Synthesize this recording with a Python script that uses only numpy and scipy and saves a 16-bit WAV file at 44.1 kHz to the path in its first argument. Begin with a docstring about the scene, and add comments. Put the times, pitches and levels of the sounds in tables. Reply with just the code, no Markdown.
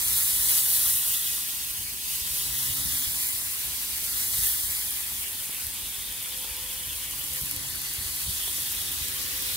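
"""First comes a dense, bright sizzle: meat on a wide charcoal grill in the open, many bubble bursts over hiss.
Sprayed liquid flashes to steam on the hot mesh in quick swells; jets of steam, gliding bands of noise, whistle
dully. Fat spits in ringing clicks and short noise bursts tap the grill. Two small motors nearby hum as sine
lines, and a light wind buffets the hand-held microphone pair with low noise and short thumps. The pair swings
along the grill, so the sizzle reaches the left microphone by a changing detour."""
import sys
import numpy as np
from scipy import signal
from scipy.fft import rfft, irfft, next_fast_len
from scipy.io import wavfile
from scipy.ndimage import uniform_filter1d, map_coordinates

SR = 44100
rng = np.random.default_rng(int(sys.argv[2]) if len(sys.argv) > 2 else 0)


def generate_wav(signal):
    """Clip the signal to [-1, 1] and save it as 16-bit WAV at the path in sys.argv[1]."""
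    frames = np.transpose(np.atleast_2d(signal))
    scaled = np.clip(frames, -1, 1) * 32767
    pcm = np.round(scaled).astype(np.int16)
    wavfile.write(sys.argv[1], SR, pcm)


N = 421596   # length [samples]
LEFT_RIGHT_HALVES = np.array([[.5], [-.5]])   # splits a left-minus-right level between the microphones


def amp(db):
    """Decibels to gain."""
    return 10 ** (np.asarray(db) / 20)


def rms_one(x):
    """Scale to unit rms."""
    return x / np.sqrt(np.mean(x ** 2) + 1e-20)


def in_time(rows):
    """Table columns as curves, one value a sample."""
    s, *columns = np.transpose(rows)
    return [np.interp(np.arange(N) / SR, s, column) for column in columns]


def at_hz(points, hz):
    """Read a table on a log-frequency axis."""
    table_hz, values = np.array(points)[:, 0], np.array(points)[:, 1]
    return np.interp(np.log(hz), np.log(table_hz), values)


def humps(crests_s, heights, rise_s, fall_s):
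    """Sum of bell-shaped swells, one value a sample."""
    t = np.arange(0, N + 64, 64) / SR
    since = t[:, None] - crests_s
    width_s = np.where(since < 0, rise_s, fall_s)
    bells = np.exp(-(since / width_s) ** 2) @ heights
    return np.interp(np.arange(N) / SR, t, bells)


def drift(rate_hz):
    """Slow chance: coarse noise through a double one-pole low-pass; spread 1."""
    r = np.exp(-2 * np.pi * rate_hz * 40 / SR)   # one coarse step is 40 samples
    coarse = rng.standard_normal(N // 40 + 2002)
    slow = signal.lfilter([1], [1, -2 * r, r * r], coarse)[2000:]
    return np.interp(np.arange(N) / 40, np.arange(len(slow)), rms_one(slow))


def ring(x, hz, t60):
    """A resonance: a unit click sets a sine of starting height 1 ringing, 60 dB down after t60 seconds."""
    r, w = amp(-60 / (t60 * SR)), 2 * np.pi * hz / SR
    return signal.lfilter([0, np.sin(w)], [1, -2 * r * np.cos(w), r * r], x + 1e-18)


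# centres of seething, fizz, steam and mist: [Hz]
LAYER_CENTRES = [1400, 4200, 9500, 14000]


def sizzle():
    """Bubbles on the hot mesh seethe, fizz and steam: half-octave bands swell and flicker separately."""
    size = next_fast_len(N)
    hz = np.maximum(np.fft.rfftfreq(size, 1 / SR), 1)
    pair = sizzle_at_microphones(size, hz)
    still_rms = np.sqrt(2 * np.sum(abs(pair) ** 2) / len(pair)) / size
    pair = pair.astype(np.complex64)
    swell_db, steam_mean_db = sizzle_swells()
    together = drift(11.0)
    low_flicker_db = 4.5   # in the lowest band; larger bubbles come fewer, so low bands flicker more
    octaves = np.log2(hz / 300)
    layer_octaves = np.log2(np.array(LAYER_CENTRES) / 300)
    out = 0
    for k in range(13):   # overlapping half-octave bands that sum to one
        share = np.clip(1 - abs(2 * octaves - k), 0, 1).astype(np.float32)
        band = irfft(pair * share, size)[:, :N]
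        weights = [np.interp(k / 2, layer_octaves, one_layer) for one_layer in np.eye(4)]
        patches_db = 0.37 * together + .5 * drift(20.0)
        flicker_db = amp(-2.5 * k) * low_flicker_db * drift(32)
        out = out + band * amp(weights @ swell_db + patches_db + flicker_db)
    return out * amp(steam_mean_db + 4.5) / still_rms


# swing of the microphones: (time [s], lag at the left one [ms])
SWING_LAG = [(0, .22), (.4, .27), (1.2, .34), (1.9, .4), (2.2, .385), (2.66, .29), (3.2, .23), (3.5, .21),
             (4.2, .24), (4.45, .29), (4.72, .23), (5.2, .23), (5.35, .045), (7.05, .04), (7.3, .27),
             (8.2, .27), (8.9, .31), (9.56, .34)]
# how far one spot of the grill rules the detoured sizzle, against many scattered ones: (time [s], share [0-1])
SPOT_FOCUS = [(0, .9), (.4, 1), (1.3, 1), (1.7, .75), (2.2, .9), (2.6, 1), (3.3, .95), (3.6, .3),
              (4.05, .4), (4.3, 1), (4.78, 1), (4.9, .5), (5.3, .15), (5.5, .55), (6.9, .55), (7.15, .2),
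              (7.6, .85), (8.3, .85), (8.7, .7), (9, .35), (9.56, .4)]
# phase by which the housing turns the left microphone against the right: (frequency [Hz], phase [rad])
HOUSING_PHASE = [(300, 6.3), (500, 4.7), (900, 5.1), (1150, 4.8), (1450, 2.1), (1750, 1.5), (2040, .5),
                 (2060, 1.5), (2300, 1.4), (2800, .7), (4400, .5), (5500, -.6), (7300, -2.7), (7700, 0),
                 (11500, 0), (12600, -.3), (13500, -.7), (14500, -1), (16000, -1.4)]
# share of the sizzle that comes from the common stream: (frequency [Hz], likeness [0-1])
SHARED_PART = [(300, .7), (500, .45), (700, .2), (900, .4), (1150, .25), (1450, .3), (1750, .5),
               (2000, .35), (2250, .97), (3000, .96), (3600, .75), (4600, .4), (5500, .25), (7100, .2),
               (7800, .93), (9000, .97), (11500, .97), (12600, .83), (13500, .72), (14500, .66),
               (16000, .67)]
# colour of the sizzle: (frequency [Hz], relative level per Hz [dB])
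SIZZLE_COLOUR = [(180, -47), (300, -17.5), (385, -24.5), (469, -23.5), (510, -18.5), (582, -22.5),
                 (988, -13.5), (1470, -12.5), (1950, -8.5), (2450, -7), (2950, -6), (3540, -6),
                 (4700, -5.5), (5400, -6.5), (6200, -6), (7090, -5.5), (8200, -4.5), (10400, -1),
                 (12300, -3.5), (14000, -1.5), (15700, -2)]
# lean of the sizzle to one side: (frequency [Hz], left minus right [dB])
SIZZLE_LEAN = [(60, 1.0), (120, 1.5), (240, 6), (480, -7.5), (950, -3.5), (1890, -1), (2400, 2),
               (3000, -0.3), (3770, 0.5), (4800, 1), (5900, 2.5), (7520, 0), (15000, 0)]
LAG_LOW_HZ, LAG_TOP_HZ = 2050, 7500   # the detour acts between these


def sizzle_at_microphones(size, hz):
    """Spectra at left and right: one shared bubble stream, detoured to the left, and a private one at each."""
    shared, left, right = (bursting(6000, 1.85, 3.1) for _ in range(3))
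    lag_ms, = in_time(SWING_LAG)
    late = map_coordinates(shared, [np.arange(N) - lag_ms * SR / 1000], order=3, mode="mirror")
    focus, = in_time(SPOT_FOCUS)
    late = focus * late + np.sqrt(1 - focus ** 2) * rng.standard_normal(N)
    shared, late, left, right = (rfft(x, size) for x in (shared, late, left, right))
    detoured = (hz > LAG_LOW_HZ) & (hz < LAG_TOP_HZ)
    at_left = np.where(detoured, late, shared) * np.exp(1j * at_hz(HOUSING_PHASE, hz))
    alike = np.clip(at_hz(SHARED_PART, hz), 0, 1)
    pair = np.sqrt(alike) * np.array([at_left, shared])
    pair += np.sqrt(1 - alike) * np.array([left, right])
    colour_db = at_hz(SIZZLE_COLOUR, hz) + at_hz(SIZZLE_LEAN, hz) * LEFT_RIGHT_HALVES
    return pair * amp(colour_db) * (hz > 250)


def bursting(per_s, spread_db, hiss_db):
    """Steam bubbles burst as clicks of very uneven size, in clumps, over a smooth hiss; flat spectrum."""
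    sizes = amp(spread_db * np.minimum(rng.exponential(1, N), 6)) * rng.choice([-1, 1], N)
    born = rng.random(N) < per_s * amp(2.5 * drift(40)) / SR
    return rms_one(rms_one(sizes * born) + amp(hiss_db) * rng.standard_normal(N))


# sizzle under the squirts; the mean of the steam sets the overall level, the others give only changes:
# (time [s], steam 7.5-12 kHz [relative dB], seething 0.7-2.5 kHz [relative dB], fizz 2.5-7 kHz [relative dB])
SIZZLE_LEVELS = [(0, -27, -47, -38), (.3, -24.5, -45, -37.5), (.55, -27.5, -46.5, -38),
                 (.75, -25.5, -46, -39), (.95, -28.5, -49.5, -40), (1.5, -33.5, -51, -40),
                 (1.95, -35.5, -53.5, -42.5), (2.15, -34.5, -52, -39.5), (2.8, -30.5, -48.5, -39),
                 (3.2, -30, -48, -39.5), (3.45, -32.5, -49.5, -41), (3.9, -33.5, -50.5, -39.5),
                 (4.4, -29, -48, -39.5), (5.3, -34.5, -50.5, -44), (5.85, -35.5, -51, -44),
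                 (7, -35.5, -50.5, -43.5), (7.4, -34, -49, -42), (7.7, -35, -49, -42), (8.5, -31, -49, -39),
                 (9.1, -34.5, -48, -38.5), (9.56, -34, -47.5, -36)]
# the finest mist against the steam, only its changes count: (time [s], relative level [dB])
MIST_LEVEL = [(0, 0.4), (2.5, 1), (3.1, 0.5), (4.45, 1), (5, 0.5), (6.2, -1), (7.4, 0.5), (7.6, -3),
              (8.4, -1), (9.56, 2)]
# squirts of liquid flashing to steam: (crest time [s], rise before the layer's share [dB])
SQUIRT_CRESTS = [(.17, 0.5), (.54, 4), (.74, 2), (.92, 3.5), (1.12, 3), (1.32, 2.5), (2.13, 2.5),
                 (2.38, 2.5), (2.61, 2), (2.96, 1.5), (3.28, 1), (4.22, 1), (4.47, 3.5), (5.66, 0.5),
                 (6.2, 0), (7.43, 0.5), (8.64, 0)]
# how much of a squirt shows in seething, fizz, steam and mist: [factor on the dB rise]
SQUIRT_SHARES = [.45, .8, 1.01, 1.3]
SQUIRT_RISE_S, SQUIRT_FALL_S = 0.072, 0.082


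def sizzle_swells():
    """Level changes of the four layers [dB] as liquid flashes to steam, and the mean of the steam level."""
    steam_db, seething_db, fizz_db = in_time(SIZZLE_LEVELS)
    mist_db = steam_db + in_time(MIST_LEVEL)[0]
    levels_db = np.array([seething_db, fizz_db, steam_db, mist_db])
    swell_db = levels_db - levels_db.mean(axis=1, keepdims=True)
    squirts_db = humps(*np.transpose(SQUIRT_CRESTS), SQUIRT_RISE_S, SQUIRT_FALL_S)
    swell_db += np.outer(SQUIRT_SHARES, squirts_db)
    return swell_db, steam_db.mean()


# jets of steam from single pieces of meat, levels before flutter and mottle: (start [s], length [s],
# first centre [Hz], last centre [Hz], level before the microphones' own part [dB], left minus right [dB])
STEAM_JETS = [(-.3, 1.93, 3980, 3462, -44.5, 0), (2.003, 1.25, 3735, 3524, -48, -2),
              (3.197, 1, 3910, 4060, -56, -4), (4.203, 1.48, 3583, 3287, -52, -4),
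              (5.55, 1.9, 3600, 3050, -46, 1), (7.4, 1.22, 4380, 4345, -47.5, -5),
              (7.399, 0.99, 2950, 2977, -56, -2), (8.051, 1.21, 3200, 3774, -43.5, 0),
              (9.1, 0.67, 3430, 3220, -50, .5)]
JET_WIDTH_HZ, JET_FADE_S = 670, 0.33
JET_OWN_DB = -2   # part that each microphone hears alone, against the shared part


def steam_jets():
    """Steam leaves the meat as fluttering noise in a band whose centre glides as the pressure changes."""
    out = np.zeros((2, N))
    low = signal.butter(4, JET_WIDTH_HZ / 2, fs=SR, output="sos")
    # each stream holds two noises that modulate cosine and sine carriers
    shared, *own = signal.sosfilt(low, rng.standard_normal((3, 2, N)))
    pair = rms_one(shared + amp(JET_OWN_DB) * np.array(own))
    for start_s, length_s, first_hz, last_hz, level_db, pan_db in STEAM_JETS:
        first, last = round(start_s * SR), round((start_s + length_s) * SR)
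        part = slice(max(first, 0), min(last, N))
        since = np.arange(part.start, part.stop) / SR - start_s
        glide = (last_hz - first_hz) / length_s * since ** 2 / 2
        turn = 2 * np.pi * (first_hz * since + glide)
        fade = np.clip(np.minimum(since, length_s - since) / JET_FADE_S, 0, 1)
        gain = amp(level_db + pan_db * LEFT_RIGHT_HALVES) * fade
        out[:, part] += gain * (pair[:, 0, part] * np.cos(turn) + pair[:, 1, part] * np.sin(turn))
    return out * amp(2.0 * drift(28))


# depth of small spits and lulls: (frequency [Hz], spread before the microphones' own part [dB])
MOTTLE_DEPTH = [(600, -1.2), (1200, 1.5), (2500, 2.03), (5000, 1.5), (7500, 0.87), (12000, 0.5)]


def mottle(pair):
    """Patches a few hundred Hz wide, some 40 ms long, rise and sink, partly apart at each microphone."""
    hz, _, cells = signal.stft(pair, SR, nperseg=1024)
    field = rng.standard_normal((3,) + cells.shape[1:])
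    for axis, size in ((1, 5), (1, 3), (2, 3), (2, 2)):   # smooth over frequency, then over time
        field = uniform_filter1d(field, size, axis=axis)
    field = rms_one(field[0] + 0.21 * field[1:])
    field = field * at_hz(MOTTLE_DEPTH, np.maximum(hz, 1))[:, None]
    return signal.istft(cells * amp(field), SR, nperseg=1024)[1][:, :N]


# fat spitting, the loudest: (time [s], relative level before the ringing [dB])
LOUD_SPITS = [(2.8067, -19), (3.2695, -14.6), (3.2893, -14), (4.9076, -15.7), (5.6402, -19), (5.6679, -16),
              (6.2263, -15), (6.567, -17), (6.9311, -18), (7.1105, -18), (7.1958, -17), (7.24, -18),
              (7.309, -18), (7.3347, -16.5), (7.3613, -15), (7.4128, -12), (7.4245, -16.2), (7.4592, -16),
              (7.5124, -10), (7.5636, -14), (7.7009, -17), (7.7562, -17), (7.8174, -16), (7.9376, -15),
              (8.163, -16), (8.6201, -14), (8.7243, -16), (8.8158, -16.3), (8.9183, -14), (9.0843, -15),
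              (9.1667, -19), (9.4228, -16), (9.5173, -17)]
SMALL_SPITS, SMALL_SPIT_DB = 60, -24   # number of fainter ones, and the lowest relative level among them


def spits():
    """Fat bursts with a sharp crack that rings briefly near 12 kHz, a faint short spatter behind it."""
    clicks = np.zeros(N + 400)
    chance = rng.random((SMALL_SPITS, 2))
    small = [(when * N / SR, SMALL_SPIT_DB + 5 * size) for when, size in chance]
    every_spit = LOUD_SPITS + small
    fade = np.exp(-np.arange(400) / SR / .003)
    spatter = rng.standard_normal((len(every_spit), 400)) ** 3 * fade * .025
    spatter[:, 0] = 1.8   # the crack itself
    for (s, db), tail in zip(every_spit, spatter):
        i = round(s * SR)
        clicks[i:i + 400] += amp(db) * tail
    high = signal.butter(2, 6500, "high", fs=SR, output="sos")
    return signal.sosfilt(high, ring(clicks[:N], 12000, .0008))


# soft knocks on the grill: (time [s], peak before the lean to the right [dB], pitch [Hz])
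GRILL_KNOCKS = [(2.781, -40, 847), (2.8, -38, 330), (5.118, -40, 1070), (5.494, -37, 1040),
                (6.446, -33, 1100), (8.477, -34.5, 900), (8.582, -34, 1000), (8.822, -39, 1083)]
KNOCK_BURST_S, KNOCK_TAIL_S, KNOCK_TAIL_DB = 0.0025, 0.02, -7
KNOCK_TICK_DB = -8   # against the ring at the pitch


def knocks():
    """Taps: a few ms of noise with a fainter tail, rung briefly at each pitch and in a broad tick above it."""
    out, t = np.zeros(N), np.arange(3000) / SR
    fade = np.exp(-t / KNOCK_BURST_S) + amp(KNOCK_TAIL_DB) * np.exp(-t / KNOCK_TAIL_S)
    bursts = rng.standard_normal((len(GRILL_KNOCKS), len(t))) * fade
    for (s, db, pitch_hz), burst in zip(GRILL_KNOCKS, bursts):
        body = rms_one(ring(burst, pitch_hz, .002))
        tick = rms_one(ring(burst, 2.2 * pitch_hz, .001))
        tap = body + amp(KNOCK_TICK_DB) * tick
        i = round(s * SR)
        out[i:i + len(t)] += amp(db) * tap / abs(tap).max()
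    return out * amp([[-1.2], [1.2]])


MOTOR_HZ = 127.35
# lines of the steady motor: (multiple of MOTOR_HZ, left minus right [dB], resting rms level [dB])
MOTOR_LINES = [(2, 6.5, -74), (3, 9.5, -73.5), (4, -2, -72), (6, -1, -69), (7, 0.5, -67), (8, 1, -67),
               (9, 7, -76)]
# a line stands out for a while: (crest time [s], half length [s], multiple of MOTOR_HZ, rise [dB])
MOTOR_SWELLS = [(.5, 0.55, 3, 3.5), (.5, .5, 8, 4), (2.6, 0.54, 3, 8), (2.9, 0.18, 2, 19), (3, 0.52, 8, 6),
                (3.9, 0.44, 2, 10), (4.3, 0.98, 3, 6), (5.5, 0.54, 4, 4), (6.1, 0.7, 3, 4.5),
                (6.505, 0.4, 7, 9.5), (6.8, 0.89, 4, 12), (6.9, 0.74, 8, 6.5), (7.45, .2, 4, 4),
                (7.5, 0.22, 2, 11), (9, 1.1, 3, 13.5), (9, 1.1, 2, 11), (9.4, 0.89, 4, 13.5)]


def steady_motor():
    """A motor nearby at constant speed: thin lines whose strengths change as the microphones move."""
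    t, out = np.arange(N) / SR, 0
    crest_s, half_s, which, rise_db = np.transpose(MOTOR_SWELLS)
    for multiple, pan_db, rest_db in MOTOR_LINES:
        own_rise_db = rise_db * (np.round(which) == round(multiple))
        level_db = rest_db + humps(crest_s, own_rise_db, half_s, half_s) + 2.6 * drift(3.3)
        quarter_apart = np.array([[0], [1 / 4]])   # cycles, left and right microphone
        phase = 2 * np.pi * (round(multiple) * MOTOR_HZ * t + rng.random() + quarter_apart)
        out = out + amp(level_db + pan_db * LEFT_RIGHT_HALVES) * np.sin(phase)
    return np.sqrt(2) * out


# speed of the second motor before its small wander: (time [s], first line [Hz])
DRONE_PITCH = [(0, 133.2), (3.2, 134.6), (4.3, 137.4), (6.2, 141), (7.6, 141.8), (9.56, 140.7)]
# it comes through: (crest time [s], half length [s], rise of the first line [dB], rise of the octave [dB])
DRONE_RISES = [(.7, 1.1, 19.5, 0), (2.493, 0.47, 11.5, 1.5), (2.903, 0.59, 17.5, 14.5),
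               (4.25, 0.18, -2, 12.5), (7.55, 0.52, 21.5, 6.5), (7.56, 0.082, -1, 11), (9, 0.98, 15.5, 8.5)]
DRONE_REST_DB, DRONE_OCTAVE_REST_DB = -75.5, -71   # rms, before the slight lean to the left


def changing_motor():
    """A second motor nearby whose speed wanders: a sine and its octave, swelling at times."""
    hz, = in_time(DRONE_PITCH)
    crest_s, half_s, first_rise_db, octave_rise_db = np.transpose(DRONE_RISES)
    turn = 2 * np.pi * np.cumsum(hz + 0.754 * drift(3.4)) / SR
    first_db = DRONE_REST_DB + humps(crest_s, first_rise_db, half_s, half_s)
    octave_db = DRONE_OCTAVE_REST_DB + humps(crest_s, octave_rise_db, half_s, half_s)
    drone = amp(first_db) * np.sin(turn) + amp(octave_db) * np.sin(2 * turn)
    return np.sqrt(2) * drone * amp([[.8], [-.8]])


# wind rumble between buffets: (time [s], relative level [dB])
WIND_LEVEL = [(0.0, -50.5), (0.4, -51), (0.67, -56), (1.81, -58), (2.82, -52), (3.43, -57.5), (4.34, -52),
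              (5.11, -55), (9.45, -51.5), (9.56, -48)]
# colour of the rumble, used below 700 Hz: (frequency [Hz], relative level per Hz [dB])
RUMBLE_COLOUR = [(15, -37), (25, -38), (48, 6.5), (70, 3.5), (205, -8.5), (275, -9.5), (330, -21),
                 (384, -10.5), (448, -18), (508, -29.5), (700, -17.5), (910, -50), (1540, -120)]
# single buffets of wind: (start [s], peak before the lean to the left [dB], pitch [Hz], change of rumble [dB])
WIND_BUFFETS = [(.2, -51, 65, -3), (1.786, -36, 86.1, 6), (2.21, -35, 89, 7), (2.644, -51, 135, 4),
                (2.7, -46, 75, 4.5), (2.78, -39, 70, 5), (2.81, -37, 190, 3), (2.851, -32, 210, 2),
                (3.065, -33, 86.1, 10), (3.63, -48, 65, 6), (3.964, -49, 67.3, 2), (4.33, -37, 65, 5),
                (4.551, -41, 61.5, -1), (4.633, -36, 60.7, 9), (5.176, -42, 61.9, 2),
                (5.667, -37, 54.6, -1), (6.029, -45, 59.8, 0), (6.505, -38, 64.6, -3),
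                (7.413, -32.5, 94.2, 5), (7.43, -32, 200, -3.5), (7.561, -37, 75.4, 7.5),
                (7.982, -34, 69, 6), (8.05, -37, 90, 2), (8.276, -30, 104, 8), (8.289, -32, 190, -2),
                (9.009, -31, 65.3, 3), (9.087, -41, 65, -3), (9.347, -45, 69.6, 3)]
GUST_LAG_S, GUST_RISE_S, GUST_FALL_S = 0.022, 0.021, 0.075


def wind():
    """Lumpy low noise, mostly common to both microphones, over a steady outdoor murmur, plus buffets."""
    size = next_fast_len(N)
    hz = np.maximum(np.fft.rfftfreq(size, 1 / SR), 1)
    colour = amp(at_hz(RUMBLE_COLOUR, hz)) * (hz < 700)
    gusty = 1 / (1 + (hz / 170) ** 4)   # gusts move only the lowest part
    level_db, = in_time(WIND_LEVEL)
    start_s, *_, rise_db = np.transpose(WIND_BUFFETS)
    gusts_db = humps(start_s + GUST_LAG_S, rise_db, GUST_RISE_S, GUST_FALL_S)
    parts = []
    for gain_db, lumps_db in ((2.0, 1.95), (-10, 2.7)):   # common part, then opposed part
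        noise = rfft(rng.standard_normal(size)) * colour
        low = irfft(noise * gusty, size)[:N]
        murmur = irfft(noise * (1 - gusty), size)[:N]
        swell = amp(level_db - level_db.mean() + gusts_db + lumps_db * drift(6.1))
        parts.append(amp(level_db.mean() + gain_db) * (low * swell + murmur) / low.std())
    common, opposed = parts
    common = common + buffets()
    return common * amp(LEFT_RIGHT_HALVES) + opposed * [[1], [-1]]


def buffets():
    """Each buffet is a smooth push of some 7 ms that rings for a cycle or two at its pitch."""
    out = np.zeros(N)
    push = np.zeros(4000)
    push[:300] = np.hanning(300)
    for s, db, pitch_hz in np.array(WIND_BUFFETS)[:, :3]:
        thump = ring(push, pitch_hz, 4.5 / pitch_hz)
        i = round(s * SR)
        out[i:i + 4000] += amp(db) * (thump / abs(thump).max())[:N - i]
    return out


def scene():
    """All sources at the two microphones."""
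    steaming = mottle(sizzle() + steam_jets())
    return steaming + spits() + knocks() + steady_motor() + changing_motor() + wind()


def record(dry):
    """The lowest bass is rolled off and the top is cut steeply."""
    bass_cut = signal.butter(3, 33, "high", fs=SR, output="sos")
    top_cut = signal.ellip(14, .3, 75, 15750, fs=SR, output="sos")   # ripple and stop depth [dB], edge [Hz]
    return signal.sosfilt(top_cut, signal.sosfilt(bass_cut, dry))


dry = scene()
out = record(dry)
generate_wav(out)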